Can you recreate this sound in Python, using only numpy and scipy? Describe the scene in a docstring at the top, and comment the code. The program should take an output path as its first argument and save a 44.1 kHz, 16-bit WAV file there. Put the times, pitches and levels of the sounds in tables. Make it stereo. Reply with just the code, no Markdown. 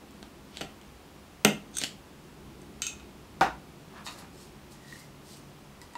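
"""Ice cubes knock together as a small glass jug tips them into a full carafe on a table, in a quiet room.
The jug knocks the carafe, the last cube slides out and lands; the jug clinks and is set down.
A straw is picked up with a rustle and poked between the cubes. Two spaced microphones listen.
Impacts are short noisy forces ringing damped modes; slides are swells of coloured, uneven noise;
the background is filtered diffuse noise and a faint sine hum."""
import sys
import numpy as np
from scipy import signal
from scipy.fft import rfft, irfft, next_fast_len
from scipy.io import wavfile
from scipy.ndimage import uniform_filter1d

SR = 44100
rng = np.random.default_rng(int(sys.argv[2]) if len(sys.argv) > 2 else 0)


def to_wav(sig):
    """Store sig (one row per channel, or 1-D mono) as 16-bit WAV at the path in sys.argv[1].

    Samples outside -1..1 are clipped; the rate is SR.
    """
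    pcm = np.clip(np.atleast_2d(sig), -1, 1) * 32767
    pcm = np.round(pcm).astype(np.int16)
    wavfile.write(sys.argv[1], SR, pcm.T)  # frames by channels


N = 263277
TIME = np.arange(N) / SR  # s
SIZE = 32768  # samples in one event with its reverberation
HZ = np.fft.rfftfreq(SIZE, 1 / SR)
STROKE_S = 0.05  # stroke length at which the colour is unshifted


def amp(db):
    """Level definition: a level in decibels as an amplitude ratio."""
    return 10 ** (np.asarray(db) / 20)


def unit(x):
    """Normalisation: scale to an rms value of 1."""
    return x / np.sqrt(np.mean(x ** 2) + 1e-20)


def along(points, hz):
    """Logarithmic frequency scale: interpolate (frequency, value) points along it."""
    f, value = np.transpose(points)
    return np.interp(np.log(hz + 1), np.log(f + 1), value)


def filtered(x, response):
    """Linear filtering: multiply the spectrum of x by a response of frequency."""
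    n = x.shape[-1]
    padded = next_fast_len(n + 8192)
    spectrum = rfft(x, padded) * response(np.fft.rfftfreq(padded, 1 / SR))
    return irfft(spectrum, padded)[..., :n]


def resonances(modes, hz):
    """Modal superposition: damped resonators of alternating sign add up to a causal response."""
    total = 0
    for k, (centre, width, db) in enumerate(modes):
        mode = 1j * hz * width / (centre * centre - hz * hz + 1j * hz * width)
        total = total + (-1) ** k * amp(db) * mode
    return total


def band(hz, centre_hz, octaves):
    """Band-pass colour: a smooth hump on a logarithmic frequency axis."""
    distance = np.log2((hz + 1) / centre_hz) / octaves
    return 1 / (1 + (distance / 2) ** 2) ** 3


def add(track, sound, s):
    """Superposition: mix a stereo sound in from time s."""
    start = max(round(s * SR), 0)
    track[:, start:start + sound.shape[1]] += sound[:, :N - start]


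def direction(pan_db, lag_ms):
    """Interaural-type cues: channel 0 is delayed; shading between channels grows for shorter waves."""
    shade_db = pan_db * np.sqrt(HZ / 4000)
    delay = np.exp(-2j * np.pi * HZ * lag_ms / 1000)
    return np.array([amp(shade_db / 2) * delay, amp(-shade_db / 2)])


def diffuse(size, spacing=0.15):
    """Diffuse-field coherence: two microphones (spacing in m) hear alike only at long waves."""
    def shares(hz):
        alike = 0.97 * np.sinc(2 * hz * spacing / 343)  # speed of sound 343 m/s
        return np.sqrt([(1 + alike) / 2, (1 - alike) / 2])
    mid, side = filtered(rng.standard_normal((2, size)), shares)
    return np.array([mid + side, mid - side])


# Reverberation time of the room: f/Hz, T60/s
ROOM_T60 = [(100, 0.79), (260, 0.28), (700, 0.25), (2000, 0.27), (5000, 0.26), (13000, 0.22)]


def room(first_wall=0.0006, hold=0.011, diffuse_from_hz=260):
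    """Reverberant decay: dense reflections hold (s), then die band by band; long waves scatter little."""
    hz, t, bins = signal.stft(diffuse(SIZE), SR, nperseg=256)
    decay_db = -60 * np.maximum(t - hold, 0) / along(ROOM_T60, hz)[:, None]
    tail = signal.istft(bins * amp(decay_db), SR, nperseg=256)[1][:, :SIZE]
    tail = filtered(tail, lambda hz: hz ** 2 / np.hypot(hz ** 2, diffuse_from_hz ** 2))
    tail = tail * (1 - np.exp(-(TIME[:SIZE] / first_wall) ** 2))  # reflections build up after the direct sound
    return rfft(unit(tail)) / np.sqrt(SIZE)


def strikes(hits, modes, level_db, room_db, pan_db, lag_ms, room_pan_db, grit, grit_time):
    """Impact excitation: a sharp push plus a crunch (grit_time in s) rings the modes; the room answers."""
    track = np.zeros((2, N))
    lead = 256  # samples kept ahead of the contact
    for s, db, bright_db in hits:
        crunch = rng.standard_normal(SIZE) * np.exp(-TIME[:SIZE] / grit_time)
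        crunch = unit(crunch) / np.sqrt(SIZE)
        tilt_db = bright_db * np.log2((HZ + 200) / 2500)
        force = (1 + grit * rfft(crunch)) * amp(level_db + db + tilt_db)
        paths = direction(pan_db, lag_ms) + amp(room_db) * room() * direction(room_pan_db, 0)
        sound = irfft(force * resonances(modes, HZ) * paths)
        add(track, np.roll(sound, lead, axis=1), s - lead / SR)
    return track


def strokes(rows, colour, rise_share, speed_shift, pan_db, lag_ms, room_db=1, room_pan_db=-1.5, grain_db=4):
    """Friction noise: a swell of tiny uneven slips; with a positive shift, quicker strokes sound higher."""
    track = np.zeros((2, N))
    lead = 0.25  # s before the peak
    t = TIME[:SIZE] - lead
    for s, db, length in rows:
        unevenness = unit(uniform_filter1d(rng.standard_normal(SIZE), size=60))
        slips = rng.standard_normal(SIZE) * amp(grain_db * unevenness)
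        stretch = (length / STROKE_S) ** speed_shift
        side_share = np.where(t < 0, rise_share, 1 - rise_share)
        swell = np.exp(-(t / length / side_share) ** 2 / 2)
        stroke = unit(filtered(slips, lambda hz: colour(hz * stretch))) * swell
        paths = direction(pan_db, lag_ms) + amp(room_db) * room() * direction(room_pan_db, 0)
        add(track, irfft(rfft(stroke) * paths) * amp(db) / np.sqrt(2), s - lead)
    return track


# Cubes struck by ice: t/s, relative level/dB, brightness/(dB per octave)
CUBE_HITS = [(.109, -28, 8), (.228, -5.5, -2), (.571, 1, -1.5), (.584, -4, -3.5), (.6145, 2.5, -2.5),
             (.814, -16.5, 1), (1.8152, 11, 0), (1.837, 11.5, 1), (1.8428, 6.5, 0.5)]
# Modes of the ice cubes: f/Hz, width/Hz, relative level/dB
CUBE_MODES = [(268, 110, -0.5), (790, 180, -6), (1550, 93, -1), (1960, 300, -3.5), (3060, 460, 0.5),
              (3860, 360, -2), (4490, 380, -0.5), (6400, 960, -7.5), (7650, 1600, -9.5), (13500, 2700, -34)]


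def cubes_landing():
    """Modal damping: broad, quickly damped modes make ice dropping on ice sound short and hard."""
    return strikes(CUBE_HITS, CUBE_MODES, level_db=-6.5, room_db=-2.5, pan_db=-2.0, lag_ms=0.022,
                   room_pan_db=0.5, grit=1.0, grit_time=0.001)


# Knocks on the carafe: t/s, relative level/dB, brightness/(dB per octave)
CARAFE_KNOCKS = [(0.6096, 7, -0), (.616, 4, .5), (1.4484, 26.5, 0.07), (1.8175, 1.5, 0.6)]
# Modes of the full carafe: f/Hz, width/Hz, relative level/dB
CARAFE_MODES = [(80, 54, -13), (152.3, 7.8, 5.5), (209.7, 13, 10), (290, 32, 0.5), (382, 60, 1.5),
                (638, 120, 1.5), (778, 46, 2), (1054, 580, -14.5), (1360, 65, 1), (1520, 210, -9),
                (1910, 50, -3.5), (2116, 44, -1.5), (2430, 105, -7), (2666, 130, -2.5), (2870, 70, -2.5),
                (3020, 60, -2), (3190, 60, -4), (3480, 120, -9.5), (3770, 86, -9), (5840, 620, -21),
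                (7560, 330, -17.5), (8500, 440, -20.5), (13300, 2900, -34)]


def carafe_knocked():
    """Impact response: knocks ring the low and middle modes of the full carafe."""
    return strikes(CARAFE_KNOCKS, CARAFE_MODES, level_db=-2.5, room_db=0.5, pan_db=-2.0, lag_ms=0.021,
                   room_pan_db=-2.0, grit=0.24, grit_time=0.0036)


# Modes of the carafe's rim: f/Hz, width/Hz, relative level/dB
RIM_MODES = [(2530, 150, -4), (4370, 430, -5), (6370, 440, -2.5), (8460, 410, -5.5), (11500, 450, -14),
             (13800, 600, -9)]


def rim_cracking(growth=1.4, bright_db=-2.5):
    """Nonlinear contact: the rim's crack grows by more than 1 dB for each dB of knock."""
    hardest = max(db for _, db, _ in CARAFE_KNOCKS)
    cracks = [(s, growth * (db - hardest), bright_db) for s, db, _ in CARAFE_KNOCKS]
    return strikes(cracks, RIM_MODES, level_db=21.0, room_db=-7, pan_db=-3.0, lag_ms=0.0082,
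                   room_pan_db=2.5, grit=0.95, grit_time=0.0025)


# Ice skipping along the jug: t/s, relative level/dB, brightness/(dB per octave)
JUG_SLIPS = [(1.752, -5, -2), (1.769, 7.5, 0.64), (1.7842, 10.5, -0.16), (2.616, -19, 1.2)]
# Modes of the jug with ice in it: f/Hz, width/Hz, relative level/dB
ICED_JUG_MODES = [(1500, 230, -14.5), (3640, 380, -10), (6340, 270, -1), (8400, 360, -1.5),
                  (9540, 300, -15), (11100, 1300, -23), (14700, 720, -26.5)]


def ice_skipping():
    """Intermittent contact: ice skipping along the jug drives its modes with gritty little impacts."""
    return strikes(JUG_SLIPS, ICED_JUG_MODES, level_db=-3.5, room_db=-7, pan_db=-0.5, lag_ms=0.011,
                   room_pan_db=-1.0, grit=1.75, grit_time=0.0037)


def pouring():
    """Superposition: skipping ice, landing cubes, knocks on the carafe and its cracking rim."""
    return cubes_landing() + carafe_knocked() + rim_cracking() + ice_skipping()


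# Ice skidding down the jug's wall: t/s of the peak, relative level/dB, length/s
ICE_ON_GLASS = [(1.762, -41.5, 0.029)]
# Ice scraping over ice: t/s of the peak, relative level/dB, length/s
ICE_ON_ICE = [(.585, -52, 0.058), (1.831, -35.5, 0.038)]


def ice_sliding():
    """Sliding friction: a cube skids down the jug's resonant wall; cubes scrape over other cubes."""
    def wall(hz):
        return resonances(ICED_JUG_MODES, hz) * band(hz, centre_hz=3700, octaves=0.75)

    def ice(hz):
        return band(hz, centre_hz=3160, octaves=0.85)

    on_glass = strokes(ICE_ON_GLASS, wall, rise_share=0.5, speed_shift=0, pan_db=-4, lag_ms=0.02)
    on_ice = strokes(ICE_ON_ICE, ice, rise_share=0.81, speed_shift=0.3, pan_db=-4, lag_ms=0.025)
    return on_glass + on_ice


# Clinks of the jug: t/s, relative level/dB, brightness/(dB per octave)
JUG_CLINKS = [(2.8196, 16, -3), (2.867, 11.5, -2), (2.93, -10, -14), (2.998, -4, -11.5)]
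# Modes of the empty jug: f/Hz, width/Hz, relative level/dB
JUG_MODES = [(1390, 84, -11.5), (2546, 97, 1), (3030, 130, -6), (3700, 160, -1.5), (4650, 1450, -14),
             (5850, 340, -7), (6440, 130, 0.5), (7230, 210, -6), (7570, 140, -2.5), (8430, 300, -9),
             (9400, 700, -19.5), (12300, 900, -23), (14300, 1000, -26)]
# Jug set down on the table: t/s, relative level/dB, brightness/(dB per octave)
TABLE_HITS = [(3.4104, 24.1, 0)]
# Modes of the table: f/Hz, width/Hz, relative level/dB
TABLE_MODES = [(57.7, 2.5, 9), (164, 15, 4.5), (207, 10, -2), (294, 55, -0.5), (388, 74, -2),
               (530, 205, -4.5), (778, 47, 6), (877, 48, 3), (966, 79, 3.5), (1066, 87, 1), (1200, 130, 1),
               (1450, 130, 1.5), (1820, 450, -8), (2320, 300, -9), (2670, 440, -14), (3750, 560, -16.5),
               (5800, 1900, -24.5), (12200, 5600, -55)]


def jug_put_away():
    """Impact response: to the right the empty jug rings high, then its thump drives the table's modes."""
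    clinks = strikes(JUG_CLINKS, JUG_MODES, level_db=-3, room_db=2.5, pan_db=-10.0, lag_ms=0.18,
                     room_pan_db=0.0, grit=0.66, grit_time=0.0049)
    thump = strikes(TABLE_HITS, TABLE_MODES, level_db=-1.5, room_db=3.5, pan_db=-3, lag_ms=0.21,
                    room_pan_db=-3.0, grit=0.23, grit_time=0.002)
    return clinks + thump


# Modes of the straw against the table: f/Hz, width/Hz, relative level/dB
STRAW_ON_TABLE_MODES = [(865, 350, -6), (1350, 190, -3), (1840, 230, -4.5), (2750, 200, -1.5),
                        (3750, 135, -0.5), (4400, 400, -6.5), (6850, 1400, -14)]
# Flicks of the open straw: t/s, relative level/dB, brightness/(dB per octave)
STRAW_FLICKS = [(4.9255, 3.5, 0), (4.957, -2, 0)]
# Air modes of the straw open at both ends: f/Hz, width/Hz, relative level/dB
OPEN_STRAW_MODES = [(1890, 55, 4), (2020, 49, -10)]
# Taps of the straw in the drink: t/s, relative level/dB, brightness/(dB per octave)
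STRAW_TAPS = [(5.816, 7, 4), (5.842, -15, 0), (5.936, -3.5, 4), (5.9538, 13, -3)]
# Modes of the straw with one end in the drink: f/Hz, width/Hz, relative level/dB
DIPPED_STRAW_MODES = [(322, 130, -32), (960, 21, -1.5), (1940, 53, -10.5), (2700, 140, -24),
                      (3840, 550, -27.5), (4900, 240, -23), (7650, 1400, -31)]


def straw(count=4, pickup_s=4.065, gap_s=0.007, loss_db=2, bright_db=-2):
    """Air-column resonance: the straw rattles and pops, an octave lower once drink closes one end."""
    rattle = [(pickup_s + k * gap_s, -k * loss_db, bright_db) for k in range(count)]  # each bounce weaker
    pickup = strikes(rattle, STRAW_ON_TABLE_MODES, level_db=-3.0, room_db=1.0, pan_db=-11, lag_ms=0.27,
                     room_pan_db=-5, grit=1.34, grit_time=0.006)
    flicks = strikes(STRAW_FLICKS, OPEN_STRAW_MODES, level_db=3, room_db=-10, pan_db=-8, lag_ms=0.12,
                     room_pan_db=-11, grit=0.37, grit_time=0.0037)
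    taps = strikes(STRAW_TAPS, DIPPED_STRAW_MODES, level_db=1.5, room_db=0.0, pan_db=-1, lag_ms=0.024,
                   room_pan_db=-1.0, grit=0.67, grit_time=0.0025)
    return pickup + flicks + taps


# Straw dragged over the table: t/s of the peak, relative level/dB, length/s
STRAW_DRAGS = [(3.98, -44, 0.06), (4.21, -48.5, 0.089)]
# Fingers along the straw: t/s of the peak, relative level/dB, length/s
FINGER_STROKES = [(4.066, -45, 0.025), (4.125, -52, .058), (4.189, -46, 0.019), (4.4, -54, 0.098),
                  (4.724, -51, 0.024), (4.93, -53.5, 0.15), (4.995, -46, 0.01), (5.314, -51, 0.098)]
# Whistling of the straw's air column: t/s of the peak, relative level/dB, length/s
TUBE_WHISTLES = [(4.88, -55, 0.12), (5.0, -50.5, 0.045)]


def straw_handling():
    """Friction noise: dull drags on the table, hissing fingers and a narrow band as the air column whistles."""
    def dull(hz):
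        return band(hz, centre_hz=1180, octaves=1.0)

    def hiss(hz):
        return band(hz, centre_hz=5560, octaves=0.8)

    def whistle(hz):
        return band(hz, centre_hz=2030, octaves=0.065)

    drags = strokes(STRAW_DRAGS, dull, rise_share=0.65, speed_shift=0.31, pan_db=-5, lag_ms=0.18)
    fingers = strokes(FINGER_STROKES, hiss, rise_share=0.48, speed_shift=0.077, pan_db=-5.5, lag_ms=0.236)
    whistles = strokes(TUBE_WHISTLES, whistle, rise_share=0.58, speed_shift=0.082, pan_db=-9, lag_ms=0.18)
    return drags + fingers + whistles


# Spectrum of the steady room noise: f/Hz, relative density level/dB
AIR_SPECTRUM = [(15, -43.5), (25, -8), (49, -5), (93, -3), (113, -9), (122, -12), (140, -6.5), (198, -3.5),
                (331, -9), (368, -8), (421, -10.5), (1110, -10), (1530, -13.5), (3260, -18), (15500, -30.5)]
# Low modes of the room: f/Hz, width/Hz, relative level/dB
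ROOM_MODES = [(63.2, 5.8, 0.5), (145.2, 16.7, -1.5), (209.2, 17, -1), (278.7, 28, -4), (364, 90, -7.5)]
# Swelling of the room's low drone: t/s, level/dB
DRONE_LEVEL = [(0, -53), (.65, -53.5), (1.3, -57), (1.68, -51.5), (2.05, -56), (2.5, -50), (3.6, -53),
               (4.3, -52.5), (5.1, -55.5)]


def ambience(air_db=-51.5, hum_hz=140, hum_db=-58, hum_on_s=4.24, hum_off_s=6.03, hum_fade_s=0.52):
    """Diffuse field and room modes: steady noise, a swelling low drone, and a late hum that fades in and out."""
    air = unit(filtered(diffuse(N), lambda hz: amp(along(AIR_SPECTRUM, hz))))
    drone = unit(filtered(diffuse(N), lambda hz: resonances(ROOM_MODES, hz)))
    drone_gain = amp(np.interp(TIME, *np.transpose(DRONE_LEVEL)))
    gate = np.clip(np.minimum(TIME - hum_on_s, hum_off_s - TIME) / hum_fade_s, 0, 1)
    hum = np.sqrt(2) * gate * np.sin(2 * np.pi * hum_hz * TIME)
    return amp(air_db) * air + drone_gain * drone + amp(hum_db) * hum


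def scene():
    """Superposition: every source adds at the two microphones."""
    return pouring() + ice_sliding() + jug_put_away() + straw() + straw_handling() + ambience()


def record(dry):
    """Soft saturation and band limiting: the highest peaks are rounded, then the top band is removed."""
    rounded = dry / (1 + (dry / 0.88) ** 6) ** (1 / 6)
    return filtered(rounded, lambda hz: hz < 15750)


dry = scene()
out = record(dry)
to_wav(out)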